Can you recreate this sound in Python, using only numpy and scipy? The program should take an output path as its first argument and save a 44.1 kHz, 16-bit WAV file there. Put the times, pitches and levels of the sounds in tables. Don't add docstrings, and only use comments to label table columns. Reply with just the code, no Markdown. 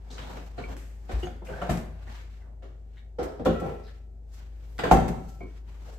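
import sys
import numpy as np
from scipy import signal
from scipy.fft import rfft, irfft, next_fast_len
from scipy.io import wavfile

SR = 44100
rng = np.random.default_rng(int(sys.argv[2]) if len(sys.argv) > 2 else 0)


def unload_wav(signal):
    wavfile.write(
        sys.argv[1],
        SR,
        np.round(np.clip(np.atleast_2d(signal).T, -1, 1) * 32767).astype(np.int16),
    )


N = 264047
T = np.arange(N) / SR
ALIKE_HZ = 406


def undb(db):
    return 10 ** (np.asarray(db) / 20)


def fade(t, t60):
    return np.exp(-np.log(1000) * t / t60)


def onset(t, rise):
    return 1 - np.exp(-t / rise)


def add(out, start, sound):
    i = int(start * SR)
    out[:, i:i + sound.shape[1]] += sound[:, :N - i]


def butter(hz, kind="low", order=2):
    return signal.butter(order, hz, kind, fs=SR, output="sos")


def shape(x, *colours):
    size = next_fast_len(x.shape[-1] // 2 + 2048) * 2
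    log_hz = np.log(np.fft.rfftfreq(size, 1 / SR) + 1)
    db = sum(np.interp(log_hz, np.log(hz), gains) for hz, gains in map(np.transpose, colours))
    cepstrum = irfft(np.log(undb(db)))
    cepstrum[1:size // 2] *= 2
    cepstrum[size // 2 + 1:] = 0
    return irfft(rfft(x, size) * np.exp(rfft(cepstrum)))[..., :x.shape[-1]]


def ripple(depth_db):
    hz = np.geomspace(250, 15000, 70)
    return list(zip(hz, depth_db * rng.standard_normal(len(hz))))


def diffuse(size):
    alike = np.exp(-(np.fft.rfftfreq(size, 1 / SR) / ALIKE_HZ) ** 2)
    mid, side = rfft(rng.standard_normal((2, size))) * np.sqrt([(1 + alike) / 2, (1 - alike) / 2])
    return irfft(np.array([mid + side, mid - side]), size)


def room(x, direct, t60):
    tail = diffuse(SR) * fade(T[:SR], t60)
    tail /= np.sqrt(np.sum(tail ** 2) / 2)
    tail[:, 0] += direct
    return signal.fftconvolve(x[None], tail, axes=1)[:, :len(x)] / np.hypot(1, direct)


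def ring(modes, rise, scatter=0.0035, widest_rad=0.92):
    t, out = T[:SR], 0
    for hz, db, t60 in modes:
        spread = widest_rad * min(hz / (2 * ALIKE_HZ), 1) * rng.choice([-1, 1])
        detuned_hz = hz * (1 + scatter * rng.standard_normal())
        phase = 2 * np.pi * detuned_hz * t + np.array([[.5], [-.5]]) * spread
        out = out + undb(db) * fade(t, t60) * np.sin(phase)
    return out * onset(t, rise)


def blow_noise(t60, rise, room_db=-7.5, room_t60=0.62, sparse_s=0.014, bass_rise_s=0.0087):
    t = T[:SR]
    patches = np.repeat(rng.standard_normal(SR // 30) - .5, 30)
    noise = diffuse(SR) * undb(3 * np.exp(-t / sparse_s) * patches)
    crack = undb(1) * fade(t, t60=0.045)
    tail = undb(room_db) * fade(t, room_t60)
    decay = np.sqrt(crack ** 2 + fade(t, t60) ** 2 + tail ** 2)
    bass = signal.sosfiltfilt(butter(380), noise)
    return (noise - bass * np.exp(-t / bass_rise_s)) * decay * onset(t, rise)


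def blow(colour, bass_db, edge_db, t60, note_hz, note_db, *,
         noise_db, treble_db, rise, note_t60, modes=(), modes_db=0):
    contact = [(200, bass_db), (400, 0), (1000, 0),
               (1700, edge_db), (3000, edge_db), (5500, edge_db + treble_db)]
    body = undb(noise_db) * shape(blow_noise(t60, rise), colour, contact, ripple(depth_db=3.5))
    note = ring([(note_hz, note_db, note_t60)], rise)
    return body + note + undb(modes_db) * ring(modes, rise, scatter=0.01036)


def stroke(start, attack, stop, db, slope_db_per_s, t60):
    swell = np.sin(np.pi / 2 * np.clip((T - start) / attack, 0, 1)) ** 2
    held_db = db + slope_db_per_s * (np.clip(T, start, stop) - start)
    return swell * undb(held_db) * fade(np.maximum(T - stop, 0), t60)


def friction(envelope, colour, slips_per_s, spread_db):
    slips = (rng.random(N) < slips_per_s / SR) * rng.standard_normal(N)
    sizes = undb(spread_db * np.minimum(rng.exponential(size=N), 4))
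    rub = shape(slips * sizes, colour)
    return room(rub / rub.std() * envelope, direct=0.36, t60=0.4)


# frequency in Hz, gain in dB.
AIR_COLOUR = [(90, -14), (180, -21), (280, -28), (390, -26), (520, -29), (800, -30), (1050, -48.5),
              (1700, -49), (3000, -57.5), (7500, -56), (15000, -64)]

def room_tone(air_db=-56.5, rumble_db=-62):
    hiss = shape(diffuse(N), AIR_COLOUR)
    rumble = shape(diffuse(N), [(15, -19), (30, -9), (60, -8), (110, -25), (250, -24), (1000, -78)])
    return undb(air_db) * hiss / hiss.std() + undb(rumble_db) * rumble / rumble.std()


# time in seconds, opening angle in degrees.
DOOR_SWING = [(1.7, 0), (2.12, 25), (2.75, 90), (3.7, 90), (4.25, 60), (4.65, 25), (4.9, 0)]
# opening angle in degrees, level in dB.
HUM_BY_ANGLE = [(0, -40.5), (25, -39.5), (60, -42.5), (90, -43)]
# frequency in Hz, level in dB.
MOTOR_TONES = [(79, -57.5), (119.5, -66.5), (387.6, -73.5)]

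def compressor(hum_hz=53.3):
    angle = np.interp(T, *np.transpose(DOOR_SWING))
    hum = undb(np.interp(angle, *np.transpose(HUM_BY_ANGLE))) * np.sin(2 * np.pi * hum_hz * T)
    tones = sum(undb(db) * np.sin(2 * np.pi * (hz * T + rng.random())) for hz, db in MOTOR_TONES)
    return np.sqrt(2) * np.tile(hum + tones, (2, 1))


# peak time in seconds, seconds to swell by 60 dB,
# level in dB, bass and treble trims in dB.
BODY_MOVES = [(0.187,0.069,-45.5,-8,-18), (0.339,0.89,-47.5,12,-6), (0.458,0.24,-60,9,-1),
              (0.586,0.076,-71,-2,-16), (0.71,0.91,-51,11,-5.5), (1.135,0.2,-45,9,-24),
              (1.221,0.78,-57,11,2.5), (1.472,0.034,-65,-1,-18), (2.09,0.41,-59,12.5,-15),
              (2.17,0.79,-50,-16,-9), (2.371,0.74,-62,-20,-8), (2.485,0.28,-75,25,-34),
              (2.983,0.64,-67,-25,-11), (3.885,1,-55.5,-24,-8), (4.345,0.18,-63,-8.5,5),
              (4.41,0.36,-58.5,0,-22), (4.655,0.81,-61.5,-9,-8.5), (5.3,0.82,-68.5,-12,9),
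              (5.574,0.82,-61,-20,-7), (5.69,0.14,-53.5,1.5,-7), (5.79,0.4,-64,9,-13),
              (5.88,0.72,-55.5,9.5,-2.5), (5.945,0.4,-66,-8,4)]
# frequency in Hz, gain in dB.
CLOTH_COLOUR = [(60, 0), (200, 6), (400, -1), (800, 3.5), (1200, 1.5), (2000, 0.5), (4000, -6.5),
                (7000, -14.5), (14000, -22.5)]

def clothes(treble_lift_db=10, flutter_db=2, room_t60=0.52):
    folds = [shape(diffuse(N), CLOTH_COLOUR, ripple(depth_db=2.5)) for _ in range(8)]
    shifts = np.linspace(0, T[-1], 60)
    cloth = sum(fold * np.interp(T, shifts, rng.random(len(shifts)) ** 2) for fold in folds)
    flutter = np.interp(T, np.linspace(0, T[-1], 500), rng.standard_normal(500))
    cloth *= undb(flutter_db * flutter) / cloth.std()
    flap = signal.sosfiltfilt(butter(900), cloth)
    hiss = signal.sosfiltfilt(butter(5500, "high"), cloth)
    power = 0
    for peak, swell_s, db, bass_db, treble_db in BODY_MOVES:
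        swell = fade(np.maximum(peak - T, 0), swell_s)
        release = fade(np.maximum(T - peak, 0), room_t60)
        band_gains = undb([bass_db, 0, treble_db + treble_lift_db])
        power = power + np.outer(band_gains, undb(db) * swell * release) ** 2
    return sum(band * gain for band, gain in zip((flap, cloth - flap - hiss, hiss), np.sqrt(power)))


PALM_STROKE = dict(start=0.1, attack=0.0098, stop=0.12, db=-42, slope_db_per_s=-53, t60=0.27)
# frequency in Hz, gain in dB.
PALM_COLOUR = [(200, 1.5), (2600, -16), (3500, -17), (3800, -11), (4200, -11), (5000, -14), (5900, -12.5),
               (7500, -17.5), (14000, -37)]

def palm_swish():
    return friction(stroke(**PALM_STROKE), PALM_COLOUR, slips_per_s=4200, spread_db=3)


# start and length in seconds, level in dB,
# opening and closing resonance in Hz.
SCRAPES = [(0.101, 0.02, -52, 3830, 4250), (0.175, 0.077, -54, 3380, 3600), (0.25, 0.13, -64, 3600, 3950),
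           (1.466, 0.014, -47.5, 2420, 2460), (2.07, 0.022, -53.5, 1720, 1800),
           (2.095, 0.096, -67, 3300, 4150), (2.402, 0.074, -65, 2020, 1200),
           (2.968, 0.03, -62.5, 3220, 3420), (2.969, 0.03, -57.5, 1790, 2100),
           (3.834, 0.073, -61, 5040, 3580), (3.864, 0.04, -58.5, 1705, 1600)]

def scrapes(width=0.16, skirt_db=-13, slips_per_s=3000):
    out = np.zeros(N)
    for start, length, db, start_hz, end_hz in SCRAPES:
        along = (T - start) / length
        span = (along > 0) & (along < 1)
        slips = ((rng.random(SR) < slips_per_s / SR) * rng.standard_normal(SR))[:span.sum()]
        glide_hz = start_hz + (end_hz - start_hz) * along[span]
        carrier = np.exp(2j * np.pi * np.cumsum(glide_hz) / SR)
        resonance = (carrier * signal.sosfilt(butter(width * start_hz), slips / carrier)).real
        skirt = signal.sosfilt(butter([start_hz / 2, start_hz * 2], "band", order=1), slips)
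        rub = resonance / (resonance.std() + 1e-9) + undb(skirt_db) * skirt / (skirt.std() + 1e-9)
        out[span] += undb(db) * rub * np.sqrt(np.sin(np.pi * along[span]))
    return room(out, direct=0.8, t60=0.35)


# start in seconds, relative level, bass and hard edge in dB,
# decay in seconds, the struck spot's note in Hz, its trim in dB, rise in seconds.
JUG_KNOCKS = [(0.18,-48.5,-9,-5,0.039,1780,-12,0.0012), (0.369,-45,-18,-14.5,0.27,826,-5,0.0012),
              (1.092,-38.5,-7,-19.5,0.29,751,-2,0.0019), (1.230,-40,-6,-15.5,0.15,358,13.5,0.0012),
              (1.269,-40.5,-12,-16,0.085,719,4.5,0.00064), (3.185,-30.5,-16.5,-25.5,0.69,486.4,9.5,0.0048),
              (3.393,-33.5,-5.5,-30,0.15,256,-0.5,0.0045), (3.455,-17.5,-12,-23,0.16,518,2.5,0.0063),
              (3.611,-27.5,-11.5,-38,0.057,418,-12,0.0065)]
# frequency in Hz, gain in dB.
JUG_COLOUR = [(40, -24), (100, 8), (250, 4.5), (500, -4), (750, -10), (1000, -19), (1400, 0.5), (3000, -6),
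              (6000, -11.5), (14000, -25)]
# frequency in Hz, relative level in dB, decay in seconds.
JUG_MODES = [(79.5, -7.5, 0.93), (168.8, -6.5, 0.42), (270, -7, 0.26), (380, -9, 0.48), (520, -4, 0.48),
             (736, -2.5, 0.22), (800, -3, 0.26)]

def jug_knocks():
    out = np.zeros((2, N))
    for start, db, *contact, rise in JUG_KNOCKS:
        knock = blow(JUG_COLOUR, *contact, noise_db=21, treble_db=-5.5, rise=rise,
                     note_t60=0.19, modes=JUG_MODES, modes_db=-5)
        add(out, start, undb(db) * knock)
    return out


# start in seconds, relative level, bass and hard edge in dB, decay in seconds.
STEPS = [(0.578,-29,-2,-1.5,0.32), (0.683,-38.5,6.5,-1,0.53), (1.121,-39,-1,4,0.12), (2.184,-48.5,-4,8,0.3),
         (2.622,-43.5,-8,0,0.54), (5.404,-34.5,10,-18,0.26), (5.872,-47.5,-31,-1,0.59)]
# frequency in Hz, gain in dB.
STEP_COLOUR = [(40, -48), (100, -1.5), (200, -5.5), (450, 0.5), (800, -12), (1500, -16), (3000, -25),
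               (6000, -8.5), (14000, -27)]

def footsteps():
    out = np.zeros((2, N))
    for start, db, *contact in STEPS:
        step = blow(STEP_COLOUR, *contact, note_hz=703, note_db=-4.5, note_t60=0.12,
                    noise_db=14, treble_db=-24, rise=0.0038)
        add(out, start, undb(db) * step)
    return out


# start in seconds, pitch in Hz, relative level in dB, decay in seconds.
CLINKS = [(0.638, 2235, -39.5, 0.07), (1.226, 2870, -44, 0.14), (1.253, 6420, -55.5, 0.1),
          (1.536, 1540, -37.5, 0.036), (5.406, 2203, -52, 0.29)]
GLASS_RATIOS = [1, 1.03, 1.09, 1.4, 1.92, 2.23]
GLASS_DB = [3, 2.5, -9, -20, -23, -25]

def bottle_clinks(gain_db=1, linger_db=-19, linger_t60=0.4):
    out = np.zeros((2, N))
    for start, hz, db, t60 in CLINKS:
        touch = [(hz * ratio, part_db, t60) for ratio, part_db in zip(GLASS_RATIOS, GLASS_DB)]
        linger = [(part_hz, part_db + linger_db, linger_t60) for part_hz, part_db, _ in touch]
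        add(out, start, undb(db + gain_db) * ring(touch + linger, rise=0.0028, scatter=0.0047))
    return out


# start in seconds, level in dB.
THUDS = [(0.662, -31.5), (1.133, -18.5), (1.7, -23), (3.222, -30), (3.472, -28.5), (4.92, -14)]
# frequency in Hz, relative level in dB, decay in seconds.
FLOOR_MODES = [(54.9, 2, 0.33), (59.15, -6.5, 0.28), (76.6, -11, 0.53)]

def floor_thuds():
    out = np.zeros((2, N))
    for start, db in THUDS:
        add(out, start, undb(db) * ring(FLOOR_MODES, rise=0.0099))
    return out


# start in seconds, relative level in dB, decay in seconds,
# trim of the first snap in dB.
TICKS = [(0.767,-56,0.85,12), (1.118,-50,0.1,7), (1.447,-58,0.95,-4), (1.695,-41,0.38,0),
         (1.773,-50,0.2,11.5), (3.230,-45.5,0.14,4.5), (3.451,-41.5,0.11,-1), (3.598,-48,0.07,-5),
         (4.782,-54,0.038,12.5), (4.911,-31.5,0.21,-3), (5.08,-41.5,0.1,-5)]
# frequency in Hz, gain in dB.
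TICK_COLOUR = [(500, 4.5), (2000, 10), (4000, 0), (8000, 1.5), (12000, -2), (15000, -9.5)]

def plastic_ticks(gain_db=3, tail_db=-14, port_lag_s=0.00005):
    out, t = np.zeros((2, N)), T[:SR]
    for start, db, t60, snap_db in TICKS:
        snap = undb(snap_db) * rng.standard_normal(SR) * fade(t, t60=0.01)
        straight = np.array([np.roll(snap, round(port_lag_s * SR)), snap])
        decay = np.hypot(fade(t, t60), undb(tail_db) * fade(t, t60=0.55))
        scattered = diffuse(SR) * decay * onset(t, rise=0.0025)
        add(out, start, undb(db + gain_db) * shape(straight + scattered, TICK_COLOUR))
    return out


# start in seconds, relative level, bass and hard edge in dB,
# decay in seconds, the struck spot's note in Hz, its trim in dB.
DOOR_BLOWS = [(1.418,-38,-15,-40,0.33,360,-2.5), (1.487,-31.5,-12,-24,0.32,518,-0.5),
              (1.513,-36,-4,-26,0.18,402,-2), (1.616,-21.5,-24,-17.5,0.11,1353,-12),
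              (1.622,-37,-13,-18,0.092,572,7), (1.692,-17.5,-10.5,-15,0.16,701,-6.5),
              (4.788,-22,-15,-7.5,0.2,1473,-13), (4.835,-16.5,-11,-14,0.45,494,-5),
              (4.912,-4,-18.5,-21,0.19,724,-10), (4.968,-13,-7.5,-20,0.029,754,-6),
              (5.087,-26,-0.5,-18,0.045,384,-8)]
# frequency in Hz, gain in dB.
DOOR_COLOUR = [(40, 14), (100, 11), (170, 17), (350, -4.5), (560, -6), (760, -5), (1050, -14), (1500, -2),
               (3000, -10.5), (5000, -3), (8000, -5), (14000, -16)]
# frequency in Hz, relative level in dB, decay in seconds.
DOOR_MODES = [(182.2, -2, 0.28), (354.6, -14, 0.78), (381.6, -14, 0.63), (498.4, -16, 0.45),
              (725, -9, 0.45), (794, -20.5, 0.12), (884, -16, 0.24), (870, 3.5, 0.011), (1062, -12, 0.17),
              (1510, -2, 0.018), (1207, -7.5, 0.059), (1334, -8, 0.12), (1760, -22, 0.43), (2095, -25, 0.5)]

def door_blows(tap_rise=0.0018, slam_rise=0.0012, slam_db=-4):
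    out = np.zeros((2, N))
    for start, db, *contact in DOOR_BLOWS:
        force = min(undb(db - slam_db), 1)
        rise = tap_rise + (slam_rise - tap_rise) * force
        hit = blow(DOOR_COLOUR, *contact, noise_db=11.5, treble_db=-19, rise=rise,
                   note_t60=0.14, modes=DOOR_MODES, modes_db=-11)
        add(out, start, undb(db) * hit)
    return out


PEEL_STROKE = dict(start=1.446, attack=0.054, stop=1.642, db=-39.5, slope_db_per_s=14.5, t60=0.82)
# frequency in Hz, gain in dB.
PEEL_COLOUR = [(60, 9.5), (200, -2), (500, 7.5), (800, 4), (1100, -7), (1600, -1.5), (3000, -18.5),
               (6000, -25), (14000, -36.5)]

def seal_peel():
    return friction(stroke(**PEEL_STROKE), PEEL_COLOUR, slips_per_s=1200, spread_db=2)


# start in seconds, level in dB.
BOOMS = [(1.700, -28), (3.474, -20), (3.611, -33), (4.918, -16.5), (4.964, -32), (5.09, -32.5)]
# frequency in Hz, relative level in dB, decay in seconds.
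CABINET_MODES = [(146.5, -10.5, 0.41), (175, 0, 0.27), (229.4, -2.5, 0.38), (283, -7, 0.13),
                 (337.3, 3, 0.153), (403.5, -4, 0.14)]

def cabinet_booms():
    out = np.zeros((2, N))
    for start, db in BOOMS:
        add(out, start, undb(db) * ring(CABINET_MODES, rise=0.0085, scatter=0.011))
    return out


def panel_drone(start=1.9, hz=84.4, db=-45):
    out = np.zeros((2, N))
    drone = ring([(hz, 0.014, 7.4)], rise=0.01) * np.linspace(1, 0, SR)
    add(out, start, undb(db) * drone)
    return out


# start in seconds, level in dB, rise in seconds.
SHELF_JOLTS = [(3.46, -57, 0.0055), (3.55, -41.5, 0.0039), (4.914, -42.5, 0.011), (5.245, -61.5, 0.01),
               (5.335, -69, 0.015)]
# frequency in Hz, relative level in dB, decay in seconds.
SHELF_MODES = [(1350, 2.5, 0.6), (1332, 1.5, 0.79), (1410, -11, 0.35), (1940, -9, 0.76), (2500, -14, 0.8)]

def shelf_rattle():
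    out = np.zeros((2, N))
    for start, db, rise in SHELF_JOLTS:
        add(out, start, undb(db) * ring(SHELF_MODES, rise, scatter=0.00283))
    return out


SLIDE_STROKE = dict(start=3.605, attack=0.023, stop=3.644, db=-26.5, slope_db_per_s=-42, t60=0.37)
# frequency in Hz, gain in dB.
SLIDE_COLOUR = [(60, -18), (180, 4), (260, -19), (430, 7), (600, -3), (780, 1), (1050, -14), (1400, -19),
                (2300, -21), (4000, -34), (14000, -42)]

def jug_slide():
    return friction(stroke(**SLIDE_STROKE), SLIDE_COLOUR, slips_per_s=610, spread_db=5)


DRAUGHT_STROKE = dict(start=4.39, attack=0.58, stop=4.8, db=-56.5, slope_db_per_s=23, t60=0.35)
# frequency in Hz, gain in dB.
DRAUGHT_COLOUR = [(30, -3), (70, 3), (110, 0), (200, -16), (500, -10.5), (1500, -34.5)]

def draught():
    puff = shape(diffuse(N), DRAUGHT_COLOUR)
    return puff / puff.std() * stroke(**DRAUGHT_STROKE)


# frequency in Hz, relative level in dB, decay in seconds.
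CLACK_MODES = [(785, -3, 0.05), (880, 0, 0.05), (1040, -7, 0.04)]

def frame_clack(start=4.9125, db=-5.5):
    out = np.zeros((2, N))
    add(out, start, undb(db) * ring(CLACK_MODES, rise=0.00069))
    return out


def scene():
    bed = room_tone() + compressor()
    person = clothes() + palm_swish() + scrapes() + footsteps() + floor_thuds()
    contents = jug_knocks() + bottle_clinks() + plastic_ticks() + shelf_rattle() + jug_slide()
    door = door_blows() + seal_peel() + cabinet_booms() + panel_drone() + draught() + frame_clack()
    return bed + person + contents + door


def record(dry, left_bass_db=2.5, ceiling=0.85, notch_db=-20, top_hz=15850):
    left = shape(dry[0], [(150, left_bass_db / 2), (450, 0.0052)])
    right = shape(dry[1], [(150, -left_bass_db / 2), (450, 0.0074)])
    rounded = ceiling * np.tanh(np.array([left, right]) / ceiling)
    colour = [(30, -9), (52, 0.017), (8700, 0.1), (9400, notch_db), (9900, notch_db),
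              (10700, 0.018), (13400, 0.011), (14700, -9)]
    top_cut = signal.ellip(8, .2, 80, top_hz, fs=SR, output="sos")
    return signal.sosfilt(top_cut, shape(rounded, colour))


dry = scene()
out = record(dry)
unload_wav(out)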